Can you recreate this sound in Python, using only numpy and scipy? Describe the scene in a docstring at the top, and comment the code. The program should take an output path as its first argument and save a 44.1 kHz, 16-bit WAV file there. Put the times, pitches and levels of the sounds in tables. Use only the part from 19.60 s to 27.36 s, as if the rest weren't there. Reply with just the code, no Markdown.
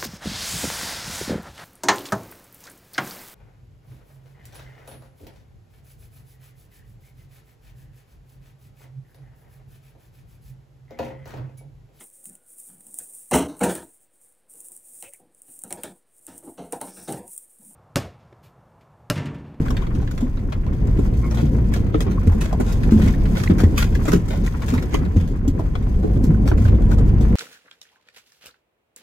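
"""A low tyre rumble and an engine drone fill a car that crawls along a wet, potholed dirt road.
The tyres shake the body, the engine swells when it pulls, and wet grit crackles under the wheels.
Potholes thump through the suspension and make the cabin air boom. Loose trim chatters, pings and
squeaks with the jolts, and a gritty high hiss swells briefly around the louder rattles."""
import sys
import numpy as np
from scipy import signal
from scipy.fft import rfft, irfft, next_fast_len
from scipy.io import wavfile
from scipy.ndimage import uniform_filter1d, minimum_filter1d

SR = 44100
rng = np.random.default_rng(int(sys.argv[2]) if len(sys.argv) > 2 else 0)


def file_out(sig):
    """Save sig as 16-bit WAV at sys.argv[1]."""
    # one column per channel
    cols = np.atleast_2d(sig).T
    # limit, then scale
    lim = np.clip(cols, -1, 1)
    pcm = np.round(lim * 32767).astype(np.int16)
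    wavfile.write(sys.argv[1], SR, pcm)


N = 342039
TIME = np.arange(N) / SR


def undb(db):
    """Decibels to gain."""
    return 10 ** (np.asarray(db) / 20)


def unit(x):
    """Scale to an rms of one."""
    return x / np.sqrt(np.mean(x ** 2) + 1e-20)


def freqs(x):
    """Frequency axis of a sound's spectrum."""
    return np.maximum(np.fft.rfftfreq(next_fast_len(x.shape[-1]), 1 / SR), 1)


def shape(x, gain):
    """Filter by a gain for each frequency."""
    size = next_fast_len(x.shape[-1])
    return irfft(rfft(x, size) * gain, size)[..., :x.shape[-1]]


def colour(x, points):
    """EQ through (Hz, dB) points joined on a log-frequency axis."""
    hz, db = np.transpose(points)
    return shape(x, undb(np.interp(np.log(freqs(x)), np.log(hz), db)))


def band(x, lo_hz, hi_hz):
    """Causal band-pass."""
    return signal.sosfilt(signal.butter(3, [lo_hz, hi_hz], "band", fs=SR, output="sos"), x)


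def walk(rate_hz):
    """Smooth random drift with a spread near one."""
    knots = rng.standard_normal(4096)
    return np.interp(TIME * rate_hz, np.arange(len(knots)), knots)


def add(out, s, sound):
    """Mix a sound in from time s."""
    start = int(np.clip(s * SR, 0, N - 1))
    out[:, start:start + sound.shape[-1]] += sound[..., :N - start]


def ring_out(t, rise_s, t60_s):
    """Envelope of a struck part: a short push, then free decay."""
    return (1 - np.exp(-t / rise_s)) * undb(-60 * t / t60_s)


def at_ports(common, left, right, bearing=1, lag_s=0.00064):
    """Sound from the right (bearing 1) reaches the left mic port late; each has its own reflections."""
    return np.array([np.roll(common, int(bearing * lag_s * SR)) + left, common + right])


# Stereo width of the road noise: freq_hz, side_minus_mid_db
ROAD_WIDTH = [(30, -24), (80, -11.5), (170, -14), (280, -12), (500, -2), (1000, 1.5)]
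def road_noise():
    """Noise of the body panels: alike left and right in the bass, wide above."""
    mid, side = rng.standard_normal((2, N))
    return mid + colour(side, ROAD_WIDTH) * np.array([[1], [-1]])


# Bass-heavy tone of the car body: freq_hz, gain_db
ROAD_COLOUR = [(18, 4), (48, 7.5), (141, -3), (167, -9.5), (215, -10.5), (297, -17), (420, -24), (520, -27),
               (610, -32), (760, -26.5), (860, -31.5), (970, -26), (1045, -26), (1150, -34), (1500, -33.5),
               (2500, -37)]
def rumble(level_db, lo_hz, hi_hz, lumpy_db, lumps_per_s):
    """One register of the body shaken by the tyres; lumps in the dirt make it throb."""
    noise = band(colour(road_noise(), ROAD_COLOUR), lo_hz, hi_hz)
    return unit(noise * undb(lumpy_db * walk(lumps_per_s))) * undb(level_db)


# The engine pulls twice and coasts between: time_s, firing_hz, level_db
ENGINE_REVS = [(0, 29.46, -25.5), (1, 28.73, -29.5), (1.3, 46.14, -22), (1.549, 55, -18),
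               (1.8, 58.48, -20.5), (2.1, 55, -17), (2.351, 46.05, -25), (3.2, 45.2, -22.5),
               (4.3, 43.03, -30), (5.5, 41.02, -26), (6.35, 43.73, -30), (6.519, 49.03, -18),
               (6.78, 54.3, -17.5), (6.97, 50.03, -25), (7.2, 48.36, -17), (7.518, 48.96, -15.5),
               (7.76, 57.6, -16)]
# Partials of the drone: multiple_of_firing_rate, level_db
ENGINE_ORDERS = [(.5, -24), (1, -1), (1.5, -36), (2, -8), (3, -32), (4, -13)]
def engine(wander=0.0056, flutter_db=0.5):
    """The low orders of a four-cylinder engine boom in the cabin, each a little unsteady."""
    s, hz, db = np.transpose(ENGINE_REVS)
    firing_hz = np.interp(TIME, s, hz) * (1 + wander * walk(18))
    phase = 2 * np.pi * np.cumsum(firing_hz) / SR
    drone = sum(undb(order_db + flutter_db * walk(7.7)) * np.sin(order * phase)
                for order, order_db in ENGINE_ORDERS)
    return unit(drone) * undb(np.interp(TIME, s, db))


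# Broad tone of the plastic trim: freq_hz, gain_db
TRIM_COLOUR = [(300, 10), (520, 10.5), (760, 4), (880, 2.5), (1100, -2.5), (1400, -4.5), (1750, -6.5),
               (2100, -7.5), (2900, -11.5), (3700, -10.5), (5400, -10), (7200, -8), (8500, -15.5),
               (13500, -15.5), (15500, -22)]
# Its narrow resonances: centre_hz, width_hz, lift_db
TRIM_MODES = [(1050, 110, 5), (1420, 110, 2), (2030, 90, 2.5), (2250, 70, 3), (2500, 140, 3.5),
              (3270, 110, 3.5), (6400, 300, 2)]
def trim_tone(x):
    """The trim lends its colour and resonances to whatever sounds through it."""
    axis_hz = freqs(x)
    lift_db = sum(db / (1 + (2 * (axis_hz - hz) / width) ** 2) for hz, width, db in TRIM_MODES)
    return shape(colour(x, TRIM_COLOUR), undb(lift_db))


def crackle(noise, grains_per_s, spread_db, t60_s, lo_hz, hi_hz):
    """Many small grains and a few large ones strike the underbody; each leaves a short, noisy ring."""
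    sizes = undb(spread_db * np.minimum(rng.exponential(size=N), 3.5))
    strikes = (rng.random(N) < grains_per_s / SR) * sizes ** 2
    decay = np.exp(-2 * np.log(1000) / (t60_s * SR))
    energy = signal.lfilter([1], [1, -decay], strikes)
    return unit(band(noise * np.sqrt(energy), lo_hz, hi_hz))


# Brief swells of gritty high hiss around the louder rattles: peak_s, half_length_s, level_db
HISS_SWELLS = [(1.774, 0.28, -56), (3.44, 0.046, -43.5), (3.79, 0.069, -44), (4.467, 0.091, -46.5),
               (4.766, 0.046, -51), (5.107, 0.084, -47.5), (7.05, 0.029, -48.5)]
def hiss_level(grit_db, clump_db=2.0, clumps_per_s=22):
    """Level of the gritty hiss in dB: the road's own grit plus brief swells, all in clumps."""
    swells = sum(undb(db) ** 2 * np.exp(-np.minimum(((TIME - s) / half_s) ** 2, 20))
                 for s, half_s, db in HISS_SWELLS)
    return 10 * np.log10(undb(grit_db) ** 2 + swells) + clump_db * walk(clumps_per_s)


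def gravel(hiss_db, stones_db, chips_db=-4.5):
    """Wet grit sizzles in the wheel arches, chips tick on the floor pan, stones crunch under the tread."""
    noise = trim_tone(at_ports(*rng.standard_normal((3, N))))
    fine = crackle(noise, grains_per_s=600, spread_db=3.0, t60_s=0.045, lo_hz=2980, hi_hz=18000)
    chips = crackle(noise, grains_per_s=220, spread_db=5.5, t60_s=0.038, lo_hz=1630, hi_hz=7040)
    stones = crackle(noise, grains_per_s=190, spread_db=9.5, t60_s=0.11, lo_hz=823, hi_hz=2350)
    return fine * undb(hiss_db) + chips * undb(hiss_db + chips_db) + stones * undb(stones_db)


# Wheels hitting holes: start_s, knock_db, knock_pitch_hz, knock_t60_s, boom_db, clunk_db
POTHOLES = [(0.003,-7,144,0.072,-14,-35), (0.624,-12.5,249,0.14,-26,-46), (1.388,-6.5,272,0.065,-13,-23.5),
            (1.829,-6.5,146,0.13,-12.5,-27), (2.345,-17,308,0.12,-20,-18), (2.46,-21.5,386,0.14,-19,-31),
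            (2.672,-1.5,214,0.04,-1,-24.5), (2.745,-19.5,218,0.29,-29,-31), (2.999,-15.5,236,0.16,-19,-21),
            (3.3206,-4.5,217.4,0.33,-28,-26), (3.358,-6,205,0.1,-4,-43), (3.429,-6,166.5,0.086,-10,-48),
            (3.46,-12,203.4,0.23,-4.5,-39), (3.898,-4.5,195,0.18,-17,-19.5), (3.92,-1,174,0.045,-16,-36),
            (4.002,-29,337,0.068,-19,-23.5), (4.036,4.5,220,0.037,1,-27.5), (4.481,-13,291,0.1,-28,-26),
            (4.532,-6,203,0.091,-32,-15.5), (4.553,-1.5,175,0.083,-27,-29),
            (5.126,-14.5,249.7,0.27,-16.5,-28), (5.341,-26,326,0.09,-34,-21.5),
            (5.563,-4,208,0.073,-3.5,-37), (5.877,-7.5,269.4,0.1,-12,-37), (6.429,-21.5,317.7,.15,-22,-33),
            (6.444,-21.5,320,0.11,-24,-19.5), (6.638,-7.5,252,0.066,-22,-37), (6.672,-8.5,155,0.12,-17,-36),
            (6.692,-8,162,0.12,-23,-39), (6.915,-15,315,0.076,-15,-22), (7.048,-29,152,.11,-1.5,-39),
            (7.608,-14,224.6,0.16,-20,-30), (7.705,-16.5,221,0.15,-17,-40)]
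# The ring of a suspension joint: pitch_hz, level_db, t60_s
JOINT_MODES = [(304, 3, 0.11), (375, 3, 0.1), (448, 2.5, 0.097), (536, -14.5, 0.033), (720, -11, 0.049)]
def thumps(tone_db=1.5, shudder_db=-10, clunk_gain_db=1.5, boom_gain_db=2.0, boom_hz=78.9):
    """Each hole rings the suspension, shakes the panels, clunks a joint and booms the cabin air."""
    out, t = np.zeros((2, N)), TIME[:SR // 3]
    shudder = undb(shudder_db) * unit(band(road_noise(), 182, 324))
    sag = 1 + 0.22 * np.exp(-t / 0.028)  # the boom starts sharp and sags as the load eases
    boom = ring_out(t, rise_s=0.0075, t60_s=0.2) * np.sin(2 * np.pi * boom_hz * np.cumsum(sag) / SR)
    for s, knock_db, hz, t60_s, boom_db, clunk_db in POTHOLES:
        here = np.minimum(int(s * SR) + np.arange(len(t)), N - 1)
        tone = undb(tone_db) * np.sin(2 * np.pi * hz * t)
        knock = undb(knock_db) * ring_out(t, 0.0019, t60_s) * (tone + shudder[:, here])
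        clunk = 0
        for mode_hz, mode_db, mode_t60_s in JOINT_MODES:
            loaded_hz = mode_hz * (1 + 0.052 * rng.standard_normal())  # the load detunes each mode
            phase = 2 * np.pi * loaded_hz * t + 1.67 * rng.standard_normal((2, 1))  # sides out of step
            clunk += undb(mode_db) * ring_out(t, 0.001, mode_t60_s) * np.sin(phase)
        add(out, s, knock + undb(clunk_db + clunk_gain_db) * clunk + undb(boom_db + boom_gain_db) * boom)
    return out


def trim_click(t60_s=0.04, echo_db=8.8, diffuse_db=4.0):
    """One plastic click and its dense returns from the glass and panels."""
    t = TIME[:SR // 20]
    common, left, right = rng.standard_normal((3, len(t))) * undb(-60 * t / t60_s)
    echo_gain = undb(echo_db) / np.sqrt(2 * np.sum(common ** 2))
    diffuse_gain = echo_gain * undb(diffuse_db)
    click = (t == 0) + echo_gain * common
    return at_ports(click, diffuse_gain * left, diffuse_gain * right, bearing=rng.random())


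def panel_colour(spread_db=0.4, count=36):
    """The uneven resonances of one loose part, as (Hz, dB) points."""
    return np.column_stack([np.geomspace(500, 16000, count), spread_db * rng.standard_normal(count)])


# Loose trim, from hollow clack to bright tick:
# hit_s, clack_db, clatter_db, tick_db, build_s, decay_s, left_minus_right_db
RATTLES = [(0.0827, -58, -43, -55, 0.001, 0.0018, -3), (0.1053, -33, -38.5, -44, 0.0012, 0.0071, -1),
           (0.1675, -38, -35.5, -50.5, 0.0044, 0.012, -1), (0.22, -37, -43.5, -59, 0.008, 0.016, 3),
           (0.2678, -40, -43.5, -62, 0.002, 0.0058, 1), (0.349, -47, -46, -53.5, 0.0045, 0.015, -1),
           (0.42, -40, -51, -58, 0.008, 0.0078, 3), (0.475, -55.0, -41.5, -60, 0.003, 0.0067, -2),
           (0.5117, -45, -43, -48, 0.001, 0.0081, -1), (0.5774, -41, -40, -50, 0.001, 0.0081, -2),
           (0.606, -39.5, -47, -50, 0.002, 0.022, -2), (0.7716, -44, -47, -77, 0.002, 0.0098, -2),
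           (0.9223, -33, -38, -52.5, 0.0011, 0.01, 3), (1.065, -38.5, -49.5, -62, 0.0032, 0.0085, 6),
           (1.2714, -49, -57, -54.5, 0.002, 0.0073, 1), (1.388, -36, -49.0, -52.5, 0.004, 0.025, -1),
           (1.7104, -32.5, -44, -51, 0.001, 0.022, 0), (1.745, -51.5, -44, -47, 0.004, 0.016, -2),
           (1.772, -30.5, -38, -51, 0.006, 0.032, -1), (2.137, -38, -33, -40.5, 0.014, 0.016, 0),
           (2.161, -35, -41, -46, 0.0047, 0.027, 0), (2.3436, -29, -37, -65, 0.0088, 0.012, -1),
           (2.4055, -30.5, -33, -38, 0.00096, 0.0095, -0.5), (2.465, -34, -45, -66, 0.008, 0.024, 1),
           (2.512, -41, -42, -50, 0.014, 0.017, 0), (2.6726, -39, -43, -49.5, 0.0011, 0.004, -2),
           (2.7186, -34, -58, -55, 0.0027, 0.025, 4), (2.811, -40, -33.5, -38.5, 0.0065, 0.015, -1),
           (2.845, -34, -39.5, -47, 0.005, 0.029, 0), (2.927, -28, -45.5, -47, 0.0037, 0.0061, 1),
           (3.0005, -30, -39.5, -43, 0.001, 0.019, -0.5), (3.065, -35, -45, -48.5, 0.008, 0.074, -1),
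           (3.124, -45, -48, -42, 0.0038, 0.0076, -2), (3.2331, -53, -38, -51, 0.003, 0.015, 1),
           (3.3094, -36.5, -41, -45.5, 0.004, 0.071, 0), (3.415, -37, -35, -48, 0.014, 0.043, 0),
           (3.4767, -46, -35, -46, 0.0089, 0.017, -2), (3.655, -45, -39, -59, 0.001, 0.0045, -2),
           (3.7694, -28, -32, -46, 0.016, 0.0097, -1.5), (3.8, -34.5, -35.5, -45.5, 0.006, 0.009, -1),
           (3.8357, -47, -32.5, -39, 0.003, 0.0089, -1), (3.898, -30, -36.5, -56, 0.0022, 0.011, -5),
           (3.9829, -36, -35, -42, 0.001, 0.018, -2), (4.0022, -29.5, -35, -41, 0.0038, 0.027, 0.5),
           (4.036, -29.5, -37, -44, 0.0028, 0.0069, 0), (4.1782, -32, -24.5, -29.5, 0.011, 0.026, -0.5),
           (4.2229, -32.5, -28.5, -36, 0.0056, 0.011, -2), (4.352, -43, -36, -44, 0.0084, 0.0089, -1),
           (4.4545, -31, -39, -47, 0.0011, 0.024, -1), (4.481, -30, -31.5, -37.5, 0.019, 0.02, -1),
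           (4.5189, -31, -28.5, -36, 0.0017, 0.017, -4), (4.5305, -28, -34, -36.5, 0.002, 0.015, 0),
           (4.684, -45, -47, -47, 0.001, 0.013, 0), (4.705, -29.5, -37.5, -48, 0.0053, 0.043, -2),
           (4.7344, -33, -55, -58, 0.003, 0.018, 1), (4.8637, -38.5, -38, -43.5, 0.022, 0.011, 1),
           (5.02, -37, -37.5, -50.5, 0.003, 0.01, 2), (5.0825, -33.5, -36, -44, 0.011, 0.033, 1),
           (5.1379, -32, -37.5, -43, 0.0034, 0.015, -3), (5.1791, -37, -39, -60, 0.0018, 0.0093, -3),
           (5.224, -48, -41, -47, 0.004, 0.013, -1), (5.342, -29, -30, -37.5, 0.015, 0.013, -1.5),
           (5.452, -52, -44.5, -58, 0.003, 0.0093, -2), (5.565, -52, -43.5, -50, 0.001, 0.014, 0),
           (5.601, -47, -44, -52, 0.032, 0.028, 0), (5.675, -55.5, -52, -53, 0.011, 0.035, 2),
           (5.878, -48, -46, -43.5, 0.003, 0.015, -2), (5.9934, -29, -52, -54.5, 0.0046, 0.019, -2),
           (6.1532, -31.5, -36.5, -55, 0.0023, 0.0092, 1), (6.268, -41, -51, -77, 0.00096, 0.0041, 14),
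           (6.428, -33.5, -48.5, -61, 0.0044, 0.066, 0), (6.6386, -46, -49, -44, 0.0069, 0.017, -1),
           (6.8765, -33, -35, -40, 0.0093, 0.013, 1), (6.9155, -27.5, -42.5, -67, 0.0027, 0.0058, -3),
           (6.975, -49, -44, -51, 0.0022, 0.045, -2), (7.0524, -35, -42, -53, 0.0049, 0.019, -3),
           (7.078, -38, -40.5, -54, 0.006, 0.014, 3), (7.22, -43, -49, -55.5, 0.0036, 0.0081, -1),
           (7.3153, -32.5, -42, -46, 0.019, 0.016, -1), (7.3847, -35, -44, -49, 0.008, 0.0095, 0),
           (7.6105, -41, -45.5, -49.5, 0.004, 0.021, -1)]
def rattles(extra_rows, gains_db=(-1.0, 1.0, 1.5), contacts_per_s=2400, settle_power=0.87):
    """A jolted panel starts to buzz, hits hard and chatters to rest; each rings in its own way."""
    out, hit = np.zeros((2, N)), SR // 20
    t = TIME[:SR // 6] - hit / SR
    bands_hz = (470, 1250), (1250, 3800), (4000, 18000)  # clack, clatter, tick
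    for s, *levels_db, build_s, decay_s, pan_db in RATTLES + extra_rows:
        buzz = 0.4 * np.exp(-abs(t) / build_s)
        settle = np.exp(-(abs(t) / decay_s) ** settle_power)
        touches = rng.random(len(t)) < contacts_per_s / SR
        contacts = touches * rng.uniform(-1.43, 1, len(t)) ** 3 * np.where(t < 0, buzz, settle)
        contacts[hit] += 1.8  # the one hard hit
        burst = trim_tone(signal.fftconvolve(contacts[None], trim_click())[:, :len(t)])
        burst = colour(burst, panel_colour()) * undb([[pan_db / 2], [-pan_db / 2]])
        for edges_hz, db, gain_db in zip(bands_hz, levels_db, gains_db):
            part = band(burst, *edges_hz)
            attack_rms = np.std(part[:, hit:hit + SR // 60])
            add(out, s - hit / SR, part * undb(db + gain_db) / attack_rms)
    return out


def small_rattle_rows(tread_db, per_s=4, build_s=0.0015, decay_s=0.011):
    """Chance rows like those of RATTLES: faint dry ticks, louder on the stonier stretches."""
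    count = int(per_s * N / SR)
    jitter, softer_db, duller_db = rng.uniform(-1, 1, (count, 3)).T
    times = (np.arange(count) + 0.5 + jitter / 2) / per_s
    levels_db = np.interp(times, TIME, tread_db) - 4 - softer_db
    ticks_db = levels_db - 11.5 - duller_db
    return [(s, db, db, tick_db, build_s, decay_s, 0) for s, db, tick_db in zip(times, levels_db, ticks_db)]


# Hard contacts that set one small part ringing: start_s, centre_hz, level_db, t60_s
PINGS = [(0.0827, 1530, -32, .025), (0.1045, 1200, -35, .06), (0.9233, 1170, -33.5, 0.036),
         (1.71, 5800, -39.5, .05), (2.343, 1240, -24, .035), (2.346, 740, -22, 0.045),
         (2.405, 1330, -32, 0.028), (2.4105, 7340, -41, .03), (2.405, 11900, -45, .03),
         (2.718, 790, -35, 0.055), (2.808, 9040, -42, .04), (2.817, 1640, -33, .025),
         (2.928, 720, -25, .04), (3.0005, 690, -23, .04), (3.837, 1270, -31, 0.042),
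         (3.983, 10500, -46, 0.076), (4.001, 1360, -27, 0.02), (4.039, 1870, -33, 0.084),
         (4.179, 1290, -28, 0.036), (4.1795, 6600, -44, 0.03), (4.189, 12500, -32, 0.044),
         (4.2252, 1520, -27, 0.035), (4.227, 2610, -28, .03), (4.3525, 1740, -31, 0.043),
         (4.4535, 7200, -37, .03), (4.4809, 1400, -25, .04), (4.5185, 1490, -31.5, 0.053),
         (4.529, 1450, -25.5, 0.056), (4.531, 13000, -40, .05), (5.1376, 1184, -32, 0.04),
         (5.179, 2070, -32, 0.082), (5.346, 1126, -23, 0.053), (5.3465, 2980, -28, .04),
         (5.878, 6466, -41, .04), (5.9933, 975, -32, .04), (6.745, 1500, -35.5, 0.034),
         (6.915, 1460, -26.5, 0.032), (7.052, 1510, -28, 0.031), (7.317, 1430, -30.5, 0.048)]
def pings(rise_s=0.0005, spread=0.173, port_scatter_rad=1.83, count=7):
    """A struck part rings with a close cluster of modes that beat differently at each mic port."""
    out, t = np.zeros((2, N)), TIME[:SR // 8]
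    weight = np.hanning(count + 2)[1:-1, None]
    for s, hz, db, t60_s in PINGS:
        detune = spread * (np.linspace(-1, 1, count) + rng.uniform(-1, 1, count) / count)
        phase = rng.uniform(0, 2 * np.pi, (count, 1))
        phase = phase + port_scatter_rad * rng.standard_normal((2, count, 1))
        modes = (weight * np.sin(2 * np.pi * hz * (1 + detune[:, None]) * t + phase)).sum(axis=1)
        fade = ring_out(t, rise_s, t60_s)
        fade_rms = np.sqrt(np.mean(fade ** 2)) / fade.max()
        add(out, s, undb(db) * fade_rms * unit(modes * fade))
    return out


# Rubbing trim: start_s, length_s, pitch_hz, level_db, second_partial_db
SQUEAKS = [(1.614, 0.083, 1075, -39.5, -3.5), (2.571, 0.023, 1086, -34, -25), (2.925, 0.031, 697, -28, -27),
           (3.536, 0.018, 1870, -38.5, -14), (3.874, 0.006, 2000, -24.5, -15),
           (4.861, 0.023, 1940, -33.5, -25), (5.174, 0.021, 2010, -35.5, -26)]
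def squeaks(scrape_db=-6):
    """Trim sticks and slips in a brief stutter, at an unsteady pitch, with a scrape around the tone."""
    out = np.zeros((2, N))
    for s, length_s, hz, db, second_db in SQUEAKS:
        count = int(length_s * SR)
        phase = 2 * np.pi * np.cumsum(hz * (1 + 0.055 * walk(700)[:count])) / SR
        tone = np.sin(phase) + undb(second_db) * np.sin(2 * phase)
        grip = signal.windows.tukey(count, 0.5) * unit(undb(6 * walk(300)[:count]))
        scrape = unit(band(rng.standard_normal((2, count)), 0.85 * hz, 1.3 * hz))
        add(out, s, undb(db) * grip * (tone + undb(scrape_db) * scrape))
    return out


# The road under the wheels: time_s, rumble_db, wet_grit_db
RIDE = [(0.0, -28.5, -51.5), (0.3, -30, -59.5), (0.92, -33, -63.5), (1.28, -26, -58.5), (1.67, -30, -58),
        (2.23, -26.5, -59), (3.04, -29, -55.5), (3.3, -23.5, -53), (3.82, -27.5, -52.5), (4.03, -25, -55),
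        (4.87, -30, -55.5), (5.17, -28, -53), (5.83, -28, -65), (6.13, -28.5, -58.5), (6.48, -26.5, -61),
        (6.69, -25.5, -58.5), (7.16, -22, -59), (7.7, -24, -55)]
def scene(usual_rumble_db=-28, usual_grit_db=-58):
    """Road, engine and jolts in the cabin; roughness and grit ride the tyre and gravel levels."""
    s, rumble_db, wet_grit_db = np.transpose(RIDE)
    rough_db = np.interp(TIME, s, rumble_db) - usual_rumble_db
    gritty_db = np.interp(TIME, s, wet_grit_db) - usual_grit_db
    tread_db = -47 + 0.2 * rough_db + 0.63 * gritty_db
    sway = rumble(-25 + 0.96 * rough_db, lo_hz=19, hi_hz=46, lumpy_db=1.0, lumps_per_s=6)
    boom = rumble(-23 + 0.95 * rough_db, lo_hz=55, hi_hz=139.3, lumpy_db=0.4, lumps_per_s=40)
    tyres = rumble(-25 + rough_db, lo_hz=153.8, hi_hz=567, lumpy_db=2.6, lumps_per_s=28)
    tread = rumble(tread_db, lo_hz=576, hi_hz=2520, lumpy_db=1.0, lumps_per_s=40)
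    grit = gravel(hiss_level(-56.5 + gritty_db), stones_db=-48 + 0.88 * gritty_db)
    bed = sway + boom + tyres + tread + grit + engine()
    return bed + thumps() + squeaks() + pings() + rattles(small_rattle_rows(tread_db))


# Tonal tilt between the two mic ports: freq_hz, left_minus_right_db
CABIN_BALANCE = [(60, 0.5), (110, -0.5), (200, 1), (380, 0), (700, -0.5), (1290, 4.5), (2380, -1),
                 (4400, 1), (8120, 2.5), (15000, -1)]
def record(dry, ceiling=0.95, top_hz=15800):
    """A phone behind the windscreen: its ports differ in colour, a limiter holds peaks, the top is cut."""
    ports = np.array([colour(x, [(hz, side * db / 2) for hz, db in CABIN_BALANCE])
                      for x, side in zip(dry, (1, -1))])
    headroom = np.minimum(1, ceiling / (np.abs(ports).max(axis=0) + 1e-9))
    gain = uniform_filter1d(minimum_filter1d(headroom, size=900), size=900)
    return signal.sosfilt(signal.ellip(10, 0.1, 80, top_hz, fs=SR, output="sos"), ports * gain)


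dry = scene()
out = record(dry)
file_out(out)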